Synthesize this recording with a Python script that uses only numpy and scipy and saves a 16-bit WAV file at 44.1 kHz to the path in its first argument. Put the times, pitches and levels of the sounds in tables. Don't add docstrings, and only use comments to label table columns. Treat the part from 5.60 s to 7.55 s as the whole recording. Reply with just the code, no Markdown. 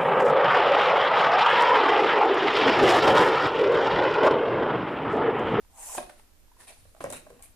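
import sys
import numpy as np
from scipy import signal
from scipy.fft import rfft, irfft, next_fast_len
from scipy.io import wavfile
from scipy.ndimage import uniform_filter1d, minimum_filter1d, map_coordinates

SR = 44100
rng = np.random.default_rng(int(sys.argv[2]) if len(sys.argv) > 2 else 0)


def transcribe(u):
    v = np.clip(np.atleast_2d(u).T, -1, 1)
    q = np.round(v * 32767).astype(np.int16)
    wavfile.write(sys.argv[1], SR, q)


def gain_from_db(level_db):
    decades = np.asarray(level_db, float) / 20
    return 10 ** decades


N = 85995

# frequency in Hz, level in dB per Hz.
CARDBOARD = [(760, -12), (1300, -12), (2280, -9), (3200, -10), (3930, -9), (7250, -14), (9760, -4),
             (14300, -22), (15000, -49)]
# frequency in Hz, level in dB per Hz.
TABLE_TOP = [(600, -21), (1500, -2.5), (2100, -6.5), (2700, 1), (3350, -13), (3900, -1.5), (4600, -14),
             (9750, -3.5), (14500, -17.5)]
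# frequency in Hz, width in Hz, level in dB.
OPEN_BOX = [(487, 150, -10), (1010, 100, -5.5), (1830, 160, -9)]
# frequency in Hz, width in Hz, level in dB.
BENT_BOX = [(706, 110, 0.85), (2410, 290, 0.71)]
# frequency in Hz, width in Hz, level in dB.
LAID_BOX = [(580, 270, -29), (238, 300, 3.5), (1050, 1560, -6)]
SIDES = np.array([[0.5], [-0.5]])


def unit(x):
    return x / np.sqrt(np.mean(x ** 2) + 1e-20)


def along(points, hz):
    f, value = np.transpose(points)
    return np.interp(np.log(hz + 1), np.log(f + 1), value)


def filtered(x, response):
    m = next_fast_len(x.shape[-1] + 8192)
    spectrum = rfft(x, m) * response(np.fft.rfftfreq(m, 1 / SR))
    return irfft(spectrum, m)[..., :x.shape[-1]]


def wobble(rate, size=N):
    return map_coordinates(rng.standard_normal(2000), [np.arange(size) * rate / SR])


def paired(spectrum, gain=1, size=N):
    # frequency in Hz, left-right likeness from 0 to 1.
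    likeness = [(30, 0.62), (200, 0.59), (800, 0.2), (2000, 0.048), (10000, 0.043)]

    def mid_and_side(hz):
        turn = np.arccos(np.clip(along(likeness, hz), -1, 1)) / 2
        return gain_from_db(along(spectrum, hz)) * np.array([np.cos(turn), np.sin(turn)])

    mid, side = filtered(gain * rng.standard_normal((2, size)), mid_and_side)
    return unit(np.array([mid + side, mid - side]))


def patchy(x, depth_db):
    z = signal.stft(x, nperseg=256)[2]
    field = rng.standard_normal(z.shape[1:])
    field = uniform_filter1d(field, size=2, axis=0)
    field = uniform_filter1d(field, size=7, axis=1)
    return unit(signal.istft(z * gain_from_db(depth_db * unit(field)), nperseg=256)[1][:, :N])


def hollow_response(resonances, f):
    total = 0
    for k, (center, width, db) in enumerate(resonances):
        loss = 1j * f * width
        total = total + (-1) ** k * gain_from_db(db) * loss / (center * center - f * f + loss)
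    return total


def rub(stroke, surfaces, boxes, grain_db, rate, turn_s=1, spike_db=1.5):
    s, level_db, hollow_db = np.transpose(stroke)
    t = np.arange(N) / SR
    clumps = gain_from_db(grain_db * wobble(rate) + spike_db * wobble(900))
    rings = filtered(clumps * rng.standard_normal(N),
                     lambda f: np.array([hollow_response(box, f) for box in boxes]))
    after = np.clip((t - turn_s) / 0.021 + 0.5, 0, 1)
    before = 1 - after
    grit = [patchy(paired(surface, clumps), depth_db=3) for surface in surfaces]
    body = unit(rings[0]) * before + unit(rings[1]) * after
    body = body * gain_from_db(np.interp(t, s, hollow_db) - 10.5)
    stroke_gain = gain_from_db(np.interp(t, s, level_db, -120, -120))
    return stroke_gain * (grit[0] * before + grit[1] * after + body)


def knocks(events, partials, below, lag_s, pan_db):
    # frequency in Hz, level in dB.
    crack_color = [(120, -13), (350, 3), (1000, 9), (3000, -2), (6000, -15), (9500, -6), (14000, -45)]
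    out = np.zeros((2, N + SR))
    t = np.arange(SR // 6) / SR
    rise = 1 - np.exp(-t / 0.0018)
    for s, db, hz, t60, crack_db in events:
        uneven_db = rng.standard_normal(20)
        drift = 0.82 * wobble(170, size=len(t)) * (1 - np.exp(-t / 0.0046))
        modes = [(hz * ratio, d, abs(t60) * share) for ratio, d, share in partials] + below
        ring = 0
        for (f, d, life), extra_db in zip(modes, uneven_db):
            decay = gain_from_db(d + extra_db - 60 * t / max(life, 0.005))
            phase = 2 * np.pi * f * (t - lag_s * SIDES) + drift * min(f / hz, 1)
            ring = ring + decay * np.sin(phase)
        crack = paired(crack_color, size=len(t)) * gain_from_db(crack_db - 60 * t / 0.015)
        start = round(s * SR)
        out[:, start:start + len(t)] += gain_from_db(db + pan_db * SIDES) * (ring + crack) * rise
    return out[:, :N]


def pouch_slides_out():
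    # time in seconds, rubbing in dB, hollow answer of the box in dB.
    pull = [
        (0.1, -75.5, 13.5),
        (0.202, -47.5, 3.5),
        (0.38, -38, -1),
        (0.388, -46.5, 5),
        (0.488, -65.5, -19),
        (0.496, -59.5, 19.5),
        (0.554, -68, -3),
        (0.584, -64, 9),
        (0.68, -78, -6),
    ]
    # frequency in Hz, level in dB per Hz.
    pouch = [(800, -57), (1500, -13.5), (2600, -12), (4300, -20), (7000, -4), (8500, -2), (12500, -11.5),
             (14500, -15)]
    # frequency in Hz, width in Hz, level in dB.
    held_box = [(748, 146, 7), (967, 70, 8.5), (1030, 160, 0)]
    empty_box = [(650, 150, -3), (360, 62, -6), (1340, 450, -4.5)]
    return rub(pull, [pouch, CARDBOARD], [held_box, empty_box], 0.31, 119.2, turn_s=0.369)


def seam_snaps():
    # time in seconds, peak in dB, pitch in Hz, T60 in seconds, crack in dB.
    seam = [
        (.375, -29, 765, 0.029, -22),
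        (.38, -16.5, 741, 0.033, -7.5),
    ]
    # ratio to the pitch, level in dB, share of the T60.
    rim = [(0.96, 1, 1.05), (0.472, -9.5, 0.94), (.8, -10.5, 1.92), (1.235, -7.5, 1.31), (1.4, -8, 1.03),
           (2.17, -10.5, 0.8), (3.34, -17, 0.74)]
    return knocks(seam, rim, [], lag_s=-0.00003, pan_db=0.0)


def box_lands():
    # time in seconds, peak in dB, pitch in Hz, T60 in seconds, crack in dB.
    landings = [(1.406, -28, 674, 0.021, -4.5), (1.415, -41.5, 540, 0.027, 7),
                (1.441, -22, 556, 0.049, -13), (1.459, -31.5, 666, 0.051, -1.5),
                (1.469, -37, 562, 0.061, -2), (1.503, -33, 598, 0.074, -17), (1.534, -40, 565, 0.082, 6.5),
                (1.666, -41, 616, 0.053, -34), (1.7025, -43.5, 488, 0.077, 1),
                (1.723, -50.5, 479, 0.11, -17), (1.752, -57, 476, .07, -10), (1.793, -52.5, 780, 0.03, 9.5),
                (1.804, -47, 700, .03, -5), (1.812, -54, 810, 0.015, 0), (1.836, -55.5, 867, 0.04, 5),
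                (1.87, -56, 800, 0.032, -3)]
    # ratio to the pitch, level in dB, share of the T60.
    pressed = [(1, 3, 0.89), (.8, -19, 0.82), (1.205, -0.5, 0.39)]
    # frequency in Hz, level in dB, T60 in seconds.
    thump = [(100, -27, 0.21), (177, -19.5, 0.1), (232, -18.5, 0.11), (291.3, -18.5, 0.15),
             (1045, -2, 0.021), (1110, -25, .03), (1580, -11, 0.037), (1910, -15, 0.023), (2260, -15, .035)]
    return knocks(landings, pressed, thump, lag_s=-0.00017, pan_db=1.1)


def box_drags():
    # time in seconds, rubbing in dB, hollow answer in dB.
    drag = [
        (1.507, -58, -2),
        (1.512, -49, 3),
        (1.521, -54, 8),
        (1.527, -44.5, 11),
        (1.545, -46, -1),
        (1.575, -48.5, -0.5),
        (1.605, -57.5, 3),
        (1.635, -66, 10.5),
        (1.78, -69, 15),
    ]
    return rub(drag, [TABLE_TOP, TABLE_TOP], [LAID_BOX, LAID_BOX], 1.4, 100)


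def edge_skids():
    # time in seconds, rubbing in dB, hollow answer in dB.
    skid = [
        (1.405, -61.5, 30.5),
        (1.41, -57.5, 16.5),
        (1.435, -56.5, 14.5),
        (1.45, -58.5, 22.5),
        (1.49, -64, 20.5),
        (1.51, -51, 3),
    ]
    return rub(skid, [CARDBOARD, CARDBOARD], [LAID_BOX, LAID_BOX], 2.6, 130)


def last_nudge():
    # time in seconds, rubbing in dB, hollow answer in dB.
    nudge = [
        (1.781, -73, 12),
        (1.819, -68, -7),
        (1.826, -48.5, -4),
        (1.84, -50.5, -5.5),
        (1.875, -63.5, 1),
        (1.94, -72, 3),
    ]
    # frequency in Hz, level in dB.
    edge_grit = [(1200, -16), (2500, -10), (5000, -18), (6800, -12), (9000, -1.5), (12000, -5.5),
                 (15000, -26)]
    return rub(nudge, [TABLE_TOP, edge_grit], [OPEN_BOX, BENT_BOX], 1.6, 100, turn_s=1.82)


def edge_clicks():
    # time in seconds, peak in dB.
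    ticks = [(0.382, -36), (.497, -52), (1.44, -29.5), (1.5012, -31.5), (1.5036, -32.5), (1.5142, -38),
             (1.5244, -28), (1.531, -32), (1.539, -40), (1.544, -38), (1.564, -50), (1.57, -39.5),
             (1.7, -54), (1.824, -38.5)]
    # frequency in Hz, level in dB.
    snap = [(2000, -16.5), (5000, -12.5), (9000, -1), (12000, -9.5), (16000, -18)]
    out = np.zeros((2, N + SR))
    t = np.arange(SR // 20) / SR
    rise = 1 - np.exp(-t / 0.00043)
    for s, db in ticks:
        start = round(s * SR)
        out[:, start:start + len(t)] += gain_from_db(db - 60 * t / 0.0089) * rise * paired(snap, size=len(t))
    return out[:, :N]


def flaps_rustle():
    # time in seconds, rubbing in dB, hollow answer in dB.
    flaps = [
        (0.96, -78.5, 10),
        (1.01, -54.5, 7.5),
        (1.066, -60.5, 1.5),
        (1.078, -50.5, 7),
        (1.13, -57.5, 6),
        (1.165, -64, -12),
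        (1.368, -72.5, -29),
        (1.4, -68, -2),
    ]
    return rub(flaps, [CARDBOARD, CARDBOARD], [OPEN_BOX, BENT_BOX], 0.54, 90, turn_s=1.07)


def held_taps():
    # time in seconds, peak in dB, pitch in Hz, T60 in seconds, crack in dB.
    taps = [(.048, -52, 990, 0.024, 1), (.294, -42, 1030, 0.096, -22), (.18, -47.5, 930, 0.082, -22),
            (.348, -33.5, 540, 0.023, -17), (.35, -26.5, 905, 0.022, -10), (.402, -28.5, 622, 0.037, -15),
            (.427, -34, 705, 0.027, 2), (.497, -39.5, 730, 0.022, 4), (.595, -47, 947, 0.027, 5.5),
            (.88, -56, 950, 0.035, -22), (.916, -47.5, 986, 0.029, -27), (.966, -53.5, 1030, 0.036, -25),
            (1.102, -42, 680, 0.032, -10), (1.122, -45, 700, 0.022, -9), (1.169, -52, 880, 0.025, -16),
            (1.253, -48, 594, 0.03, -1), (1.348, -40, 650, 0.022, -6.5), (1.364, -49, 800, 0.035, 1),
            (1.378, -53, 680, 0.042, -2)]
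    # ratio to the pitch, level in dB, share of the T60.
    held_modes = [(0.981, 1.5, 0.9), (.6, -16, 0.81), (1.21, -13.5, 0.82), (1.6, -11, 0.6)]
    return knocks(taps, held_modes, [], lag_s=-0.00005, pan_db=0.7)


def sweep():
    # time in seconds, level in dB.
    gust = [
        (1.15, -70),
        (1.22, -66.5),
        (1.28, -59.5),
        (1.36, -66),
        (1.42, -81),
    ]
    # frequency in Hz, level in dB.
    puff = [(40, -25), (70, 6.5), (130, -5), (200, -18.5), (300, -46)]
    s, db = np.transpose(gust)
    return gain_from_db(np.interp(np.arange(N) / SR, s, db, -120, -120)) * paired(puff)


def room(x):
    # frequency in Hz, T60 in seconds.
    decay = [(200, 0.58), (1000, 0.31), (4000, 0.4), (10000, 0.22)]
    # frequency in Hz, level in dB.
    walls = [(150, -4.5), (700, -8.5), (2000, -5.5), (10000, -7.5)]
    white = paired([(20, 0), (20000, 0)], size=SR // 2)
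    hz, t, z = signal.stft(white, SR, nperseg=256)
    tail = signal.istft(z * gain_from_db(-60 * t / along(decay, hz)[:, None]), SR, nperseg=256)[1]
    tail = tail / np.linalg.norm(tail[0])
    delayed = np.pad(x.mean(0), (150, 0))[None]
    answer = signal.fftconvolve(delayed, tail, axes=1)[:, :N]
    return filtered(answer, lambda hz: gain_from_db(along(walls, hz)))


def through_ports(x):
    # frequency in Hz, level in dB.
    resonance = [(5000, 0.5), (9800, 4), (11300, -2.5), (13000, 1.5), (14300, 0.5)]
    # frequency in Hz, left over right in dB.
    balance = [(100, -0.5), (600, -1.5), (1400, -3), (3000, 1.5), (6000, -4.5), (9000, 1), (13000, 7)]
    return filtered(x, lambda hz: gain_from_db(along(resonance, hz) + along(balance, hz) * SIDES))


def noise_floor():
    # frequency in Hz, level in dB.
    hiss = [(59, -75), (100, -12), (249, -2), (347, -6.5), (393, -6.5), (829, -10.5), (1390, -11.5),
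            (3060, -15.5), (14200, -15.5)]
    # frequency in Hz, level in dB.
    rumble = [(5.9, -18), (10, 3.5), (43, -3.5), (59, -9.5), (86, -10.5), (150, -29.5), (200, -48),
              (330, -120)]
    return (gain_from_db(-63) * paired(hiss) + gain_from_db(-59) * paired(rumble)) * gain_from_db([[-0.7], [0.7]])


def scene():
    box = pouch_slides_out() + seam_snaps() + held_taps() + flaps_rustle()
    box = box + box_lands() + edge_clicks() + edge_skids() + box_drags() + last_nudge()
    return through_ports(box + room(box)) + sweep() + noise_floor()


def band_limit(x):
    return signal.sosfilt(signal.butter(12, 15630, fs=SR, output="sos"), x)


def record(dry):
    low = filtered(dry, lambda hz: hz < 14250)
    top = dry - low
    power = (top ** 2).mean(0)
    quick = np.abs(uniform_filter1d(power, size=128))
    slow = np.abs(uniform_filter1d(power, size=3000))
    gate = (quick > gain_from_db(2 * 8) * slow) & (quick > gain_from_db(2 * -72))
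    gate = 1 - minimum_filter1d(1 - gate, size=384)
    gate = uniform_filter1d(gate, size=128, output=float)
    mix = low + gain_from_db(-13) * gate * filtered(top, lambda hz: hz < 15800)
    return band_limit(mix)


dry = scene()
out = record(dry)
transcribe(out)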